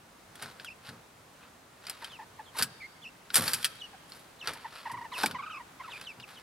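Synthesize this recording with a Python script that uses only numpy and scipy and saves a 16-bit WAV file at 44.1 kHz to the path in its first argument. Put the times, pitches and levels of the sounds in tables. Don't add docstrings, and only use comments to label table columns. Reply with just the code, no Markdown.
import sys
import numpy as np
from scipy import signal
from scipy.fft import rfft, irfft, next_fast_len
from scipy.io import wavfile
from scipy.ndimage import uniform_filter1d, map_coordinates

SR = 44100
rng = np.random.default_rng(int(sys.argv[2]) if len(sys.argv) > 2 else 0)


def dump(signal):
    limited = np.clip(np.atleast_2d(signal).T, -1, 1)
    pcm = np.round(limited * 32767).astype(np.int16)
    wavfile.write(sys.argv[1], SR, pcm)


N = 283122


def amp(db):
    return 10 ** (np.asarray(db) / 20)


def unit(x):
    return x / np.sqrt(np.mean(x ** 2) + 1e-20)


def along(points, hz):
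    f, v = np.transpose(points)
    return np.interp(np.log(hz + 1), np.log(f + 1), v)


def add(track, s, sound):
    room = track[max(round(s * SR), 0):][:len(sound)]
    room += sound[:len(room)]


def wobble(rate, size):
    return map_coordinates(rng.standard_normal(8192), [np.arange(size) * rate / SR], mode="wrap")


def filtered(x, response):
    n = x.shape[-1]
    m = next_fast_len(n + 8192)
    return irfft(rfft(x, m) * response(np.fft.rfftfreq(m, 1 / SR)), m)[..., :n]


def eq(x, curve):
    return filtered(x, lambda hz: amp(along(curve, hz)))


def noise(spectrum, size):
    return unit(eq(rng.standard_normal(size), spectrum))


def ring(modes, t, scatter_db, detune):
    hz, db, t60 = np.transpose(modes)
    size, shift, sign = rng.standard_normal((3, len(hz)))
    gain = amp(db + scatter_db * size) * np.sign(sign)
    waves = np.sin(2 * np.pi * np.outer(t, hz * (1 + detune * shift))) * amp(-60 * t[:, None] / t60)
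    return waves @ gain * np.sqrt(2 / np.sum(gain ** 2))


# f/Hz, level/dB
AIR_SPECTRUM = [(15, -37), (25, -14), (92, -2.5), (153, -1.5), (256, -2.5), (344, -5), (451, -4.5),
                (840, -4), (1160, -4.5), (2990, -14), (3620, -14), (5430, -17.5), (9070, -18.5),
                (16000, -24)]
# f/Hz, left-right correlation
AIR_CORRELATION = [(60, 0.98), (130, 0.99), (290, 0.73), (640, 0.41), (1410, 0.42), (3100, 0.39),
                   (6820, 0.35), (15000, -0.32)]

def air(level_db=-57, drift_db=0.6):
    def mid_side_gains(hz):
        width = np.arccos(np.clip(along(AIR_CORRELATION, hz), -1, 1)) / 2
        return amp(along(AIR_SPECTRUM, hz)) * [np.cos(width), np.sin(width)]
    mid, side = filtered(rng.standard_normal((2, N)), mid_side_gains)
    return np.array([mid + side, mid - side]) / np.std(mid) * amp(level_db + drift_db * wobble(4.27, N))


# f/Hz, t60/s
WOODS_DECAY = [(100, 0.625), (500, 1.32), (2000, 2.25), (4500, 1.3), (9000, 1.5), (15000, 0.39)]

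def placed(x, lag_us, pan_db, near_db, woods_db):
    lead = np.array([[-.5], [.5]]) * lag_us / 1e6
    direct = filtered(x, lambda hz: np.exp(2j * np.pi * hz * lead)) * amp([[pan_db / 2], [-pan_db / 2]])
    hz, frame_s, bands = signal.stft(rng.standard_normal((2, SR)), SR, nperseg=256)
    colour_db = along([(200, -6), (1000, -0.5), (4000, 0.5), (7000, -5), (14000, -14)], hz)
    bands *= amp(colour_db[:, None] - 60 * frame_s / along(WOODS_DECAY, hz)[:, None])
    t = np.arange(SR) / SR
    far = signal.istft(bands, SR, nperseg=256)[1][:, :SR] * (1 - np.exp(-t / 0.052))
    near = rng.standard_normal((2, SR)) * amp(-60 * t / 0.047) * (t > .002)
    near = eq(near, [(150, -17), (1000, -5), (3500, 5)])
    tail = amp(near_db) * near / np.linalg.norm(near[0]) + amp(woods_db) * far / np.linalg.norm(far[0])
    return direct + signal.fftconvolve(x[None], tail, axes=1)[:, :N]


def syrinx(pitch, overtones_db, jitter, flutter_db, waver):
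    size = len(pitch)
    unsteady_hz = pitch * (1 + waver * wobble(68.6, size) + jitter * wobble(681, size))
    phase = 2 * np.pi * np.cumsum(unsteady_hz) / SR
    tone = sum(amp(db + rng.normal(0, 0.67)) * np.sin(k * phase) for k, db in enumerate(overtones_db, 1))
    return unit(tone * amp(flutter_db * wobble(233, size)))


# t/s, length/s, landing f/Hz, fall/octaves, end lift/octaves, level/dB
PEEP_CUES = [(0.647, 0.086, 2500, 0.47, 0.12, -46), (2.091, .085, 2990, 0.31, -0.25, -51.5),
             (2.438, 0.069, 3180, 0.52, -0.016, -59), (2.801, 0.068, 2035, .24, .05, -43.5),
             (3.018, 0.077, 2610, 0.48, 0.091, -46), (3.785, 0.083, 2900, .55, -0.066, -45),
             (4.39, 0.063, 2690, 0.75, -0.041, -46), (5.117, 0.071, 2650, 0.77, -.1, -42),
             (5.501, .085, 2520, .38, 0.018, -45), (5.896, 0.09, 2396, 0.79, -0.028, -45),
             (6.036, 0.094, 2764, 0.74, -0.24, -45.5), (6.215, 0.037, 2840, 0.57, -.25, -48.5),
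             (6.34, 0.057, 3060, 0.59, -0.13, -55)]
PEEP_CONTOUR = [(0, .45), (.14, 1), (.4, 0.15), (.6, -0.041), (.8, 0.13), (1, -0.16)]
PEEP_END_BEND = [(.6, 0.013), (.82, 0.96)]

def peeps(taper=0.54, throat_hz=2750, throat_width_hz=1000):
    out = np.zeros(N)
    for s, length, hz, fall, lift, db in PEEP_CUES:
        u = np.linspace(0, 1, round(length * SR))
        contour = uniform_filter1d(np.interp(u, *np.transpose(PEEP_CONTOUR)), size=len(u) // 8)
        pitch = hz * 2 ** (fall * contour + lift * np.interp(u, *np.transpose(PEEP_END_BEND)))
        throat = 1 / (1 + ((pitch - throat_hz) / throat_width_hz) ** 2)
        tone = syrinx(pitch, overtones_db=[0, -18.5, -31], jitter=0.022, flutter_db=2.4, waver=0.01)
        add(out, s, amp(db) * np.abs(np.sin(np.pi * u)) ** taper * unit(throat * tone))
    return out


def cluck(length, hz, harsh, scoop=0.883, harsh_db=10, rasp=0.044):
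    u = np.linspace(0, 1, round(length * SR))
    lowest_at = rng.normal(.57, .04)
    pitch = hz * (1 + scoop * (u - lowest_at) ** 2)
    boost_db = harsh * harsh_db * np.minimum(np.arange(6) / 2, 1)
    overtones_db = np.array([0.5, -10, -26, -34, -38, -38]) + boost_db
    tone = syrinx(pitch, overtones_db, jitter=0.021 + rasp * harsh, flutter_db=1.5, waver=0.0074)
    return np.abs(np.sin(np.pi * u ** (1 - harsh / 2))) * tone


# t/s, lowest f/Hz, level/dB
CLUCK_CUES = [(2.018, 908, -45), (2.188, 850, -41), (2.214, 884, -46.5), (2.388, 829, -41.5),
              (2.547, 888, -45), (3.932, 742, -50), (4.55, 910, -48.5), (4.644, 874, -36.5)]
# t/s, notes, beat/s, lowest f/Hz, mid-run rise/octaves, opening level/dB
CACKLE_CUES = [(4.853, 6, .0405, 880, .11, -35), (5.116, 2, 0.042, 985, 0, -40),
               (5.344, 8, .04, 929, .43, -35.5), (5.795, 3, 0.041, 936, 0.43, -42)]

def clucks(scatter_octaves=0.018, note_fill=0.91, hasten=0.016, tiring_db_per_s=31,
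           strain_db_per_octave=2.5):
    out = np.zeros(N)
    for s, hz, db in CLUCK_CUES:
        add(out, s, amp(db) * cluck(length=0.0305, hz=hz, harsh=0.51))
    for s, notes, beat, hz, arch, db in CACKLE_CUES:
        for k, u in enumerate(np.linspace(0, 1, round(notes))):
            octaves = arch * np.sin(np.pi * u) + scatter_octaves * rng.standard_normal()
            note = cluck(note_fill * beat, hz * 2 ** octaves, harsh=0.39 if k else 0.72)
            note_db = db - tiring_db_per_s * k * beat - strain_db_per_octave * octaves
            add(out, s + k * beat * (1 - hasten * k), amp(note_db) * note)
    return out


# t/s, level/dB
KNOCK_CUES = [(.424, -46), (3.366, -29), (4.474, -45), (5.2378, -17)]
# f/Hz, level/dB, t60/s
POST_MODES = [(205, -13.5, 0.076), (320, -14.5, 0.13), (460, -11, 0.049), (567, -12, 0.049),
              (665, -3, 0.021), (760, -0.5, 0.046), (863, 1, 0.053), (1050, -9, .05), (1430, -3.5, 0.022),
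              (1620, -2.5, 0.038)]
# t/s, level/dB
THUD_CUES = [(.419, -51), (.883, -47), (2.6, -44), (3.376, -34.5), (3.538, -50), (4.476, -49.5),
             (4.918, -48), (5.242, -38), (6.175, -53.5)]
# f/Hz, level/dB
BOOM_SPECTRUM = [(30, -58), (65, -37), (92, -2), (125, 4.5), (180, -3), (238, 0.5), (290, -6.5), (370, -10),
                 (500, -4.5), (640, -15), (790, -9.5), (1500, -11), (4000, -68)]
# f/Hz, level/dB, t60/s
BOARD_MODES = [(92.8, -5, 0.65), (127, -13, 0.59), (171, 0, 0.37), (237.7, 4.5, 0.19)]

def wood(swell_s=0.0054, boom_t60=0.48, boards_db=-3, low_cut_hz=70):
    out, t = np.zeros(N), np.arange(SR // 2) / SR
    for s, db in KNOCK_CUES:
        add(out, s, amp(db) * ring(POST_MODES, t, scatter_db=0, detune=0.017))
    for s, db in THUD_CUES:
        boom = amp(-60 * t / boom_t60) * noise(BOOM_SPECTRUM, len(t))
        boards = amp(boards_db) * ring(BOARD_MODES, t, scatter_db=-2.5, detune=0.013)
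        add(out, s, amp(db) * (1 - np.exp(-t / swell_s)) * (boom + boards))
    return signal.sosfilt(signal.butter(3, low_cut_hz, "high", fs=SR, output="sos"), out)


# peak t/s, swell/s, fade/s, level/dB, treble/dB
SHAKE_CUES = [(.43, 0.034, 0.078, -45, -8), (.615, .02, 0.066, -55, -5), (.888, 0.033, 0.032, -48.5, -7.5),
              (1.436, 0.038, 0.039, -57.5, -22), (1.905, 0.055, 0.086, -46.5, -9.5),
              (2.05, 0.039, 0.092, -49.5, -9.5), (2.62, 0.033, 0.018, -33, -1.5),
              (3.385, 0.026, 0.096, -29, 4.5), (3.484, 0.08, 0.12, -39, -0.5), (4.17, 0.053, 0.083, -55, 2),
              (4.48, .022, 0.097, -40, -10), (4.8, 0.096, 0.13, -50, -8), (5.22, 0.04, 0.041, -35, -3.5),
              (6.01, 0.12, 0.066, -48.5, -8), (6.3, 0.022, 0.093, -50, -7)]
# f/Hz, level/dB
WIRE_SPECTRUM = [(200, -18), (450, -3.5), (900, -2), (1450, 2.5), (2000, -2.5), (3300, -4), (4600, -1.5),
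                 (6500, -12.5), (8800, -6), (11300, -3.5), (14500, -15), (16000, -30)]
# f/Hz, level/dB, t60/s
STEEL_MODES = [(1304, 1.5, 0.18), (1433, 1.5, 0.099), (1623, 1, 0.2), (2342, 2, 0.09), (2530, 8, 0.096),
               (3080, -15, 0.12), (3730, 13.5, 0.036), (4740, -7, 0.033), (5360, 14.5, 0.057),
               (8100, 0, 0.11), (8600, -12, 0.068), (10340, -7, .11), (10800, -3, 0.061)]

def mesh(ticks_per_s=550, tick_s=0.0015, spread_db=4, ring_db=-13, rub_db=-10,
         surge_db=2.5, surges_per_s=40):
    out, t = np.zeros(N), np.arange(-SR // 4, SR // 3) / SR
    for s, swell, fade, db, bright_db in SHAKE_CUES:
        ticks = (rng.random(len(t)) < ticks_per_s / SR) * amp(spread_db * rng.standard_normal(len(t)))
        energy = signal.lfilter([1], [1, -np.exp(-1 / (tick_s * SR))], ticks ** 2)
        grain = unit(np.sqrt(energy)) + amp(rub_db)
        wires = unit(grain * noise(WIRE_SPECTRUM, len(t))) * amp(surge_db * wobble(surges_per_s, len(t)))
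        steel = ring(STEEL_MODES, t[(t >= 0) & (t < .1)], scatter_db=3, detune=.03)
        body = signal.fftconvolve(wires, steel)[:len(t)]
        rattle = eq(wires + amp(ring_db) * unit(body), [(3000, 0), (9000, bright_db)])
        envelope = np.exp(np.where(t < 0, -(t / swell) ** 2 / 2, -t / fade))
        add(out, s + t[0], amp(db) * unit(rattle) * envelope)
    return out


# t/s, level/dB, treble/dB, struck spot f/Hz, rebounds (rounded)
SNAP_CUES = [(.355, -40, 0, 3330, 0), (0.4233, -30, 1.5, 1420, -0.5), (0.598, -32.5, -19, 1600, 0.5),
             (.6461, -30.5, -5.5, 1446, 0), (0.8901, -34, -7, 1690, 0), (1.868, -30.5, -4, 4870, 0),
             (1.897, -26, 0.5, 5060, 0), (2.0445, -25.5, -8.5, 3130, 0), (2.587, -24.5, 3, 4560, 0),
             (2.612, -27, -14, 1670, 0), (2.6237, -15.5, 2, 4600, 1), (3.303, -28.5, -20, 1440, 0),
             (3.343, -14, 2, 8930, 0), (3.3558, -12, 4.5, 11120, 3.5), (3.479, -18, -1, 4550, 0),
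             (3.5336, -17.5, 2.5, 4750, 1.5), (3.628, -28, -4, 3240, 0), (3.6447, -14, -1.5, 3245, 2),
             (4.12, -33.5, -13, 4300, 0), (4.4735, -19, -8, 1455, 0), (4.5346, -36.5, 4, 1650, 0),
             (4.9156, -37, 0, 1790, 1), (5.2125, -21.5, 4, 10600, -1), (5.2345, -14, -8, 1534, 0.5),
             (5.26, -17, -1.5, 2300, 0.5), (5.3112, -28.5, -10, 1480, -0.5),
             (6.0122, -33.5, -5.5, 2570, 0.5), (6.199, -36, -14, 2830, 1)]
# f/Hz, level/dB
STEEL_SPECTRUM = [(180, -17.5), (300, -10.5), (366, -16), (787, -19), (1010, -19), (1610, -2), (2030, -7.5),
                  (3290, -2.5), (4090, -3.5), (4590, 2.5), (6520, -13), (8640, -7.5), (11300, -7),
                  (14200, -15.5), (16000, -23)]

def snaps(crack_db=-2, crack_t60=0.01, clatter_db=-8, clatter_t60=0.067, ring_db=-17, rise_s=0.0003,
          spot_db=-5.5, spot_t60=0.031, treble_db=1, rebound_s=0.0057, rebound_loss_db=3):
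    out, t = np.zeros(N), np.arange(SR // 7) / SR
    attack = 1 - np.exp(-t / rise_s)
    fade = amp(crack_db - 60 * t / crack_t60) + amp(clatter_db - 60 * t / clatter_t60)
    for s, db, bright_db, spot_hz, rebounds in SNAP_CUES:
        for k in range(round(rebounds) + 1):
            hit = fade * noise(STEEL_SPECTRUM, len(t))
            hit += amp(ring_db) * ring(STEEL_MODES, t, scatter_db=2.5, detune=0.005)
            hit = eq(hit, [(700, -6.5), (1300, -0.5), (4500, -5.5), (8000, bright_db + treble_db)])
            if k == 0:
                hit += amp(spot_db - 60 * t / spot_t60) * np.sin(2 * np.pi * (spot_hz * t + rng.random()))
            add(out, s + k * rebound_s, amp(db - k * rebound_loss_db) * hit * attack)
    return out


def scene():
    stapling = placed(snaps() + wood() + mesh(), lag_us=24, pan_db=0.2, near_db=-16, woods_db=-24.5)
    birds = placed(clucks() + peeps(), lag_us=0, pan_db=-1, near_db=-8.5, woods_db=-26.5)
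    return stapling + birds + air()


def record(dry, top_hz=15900):
    return filtered(dry, lambda hz: hz < top_hz)


dry = scene()
out = record(dry)
dump(out)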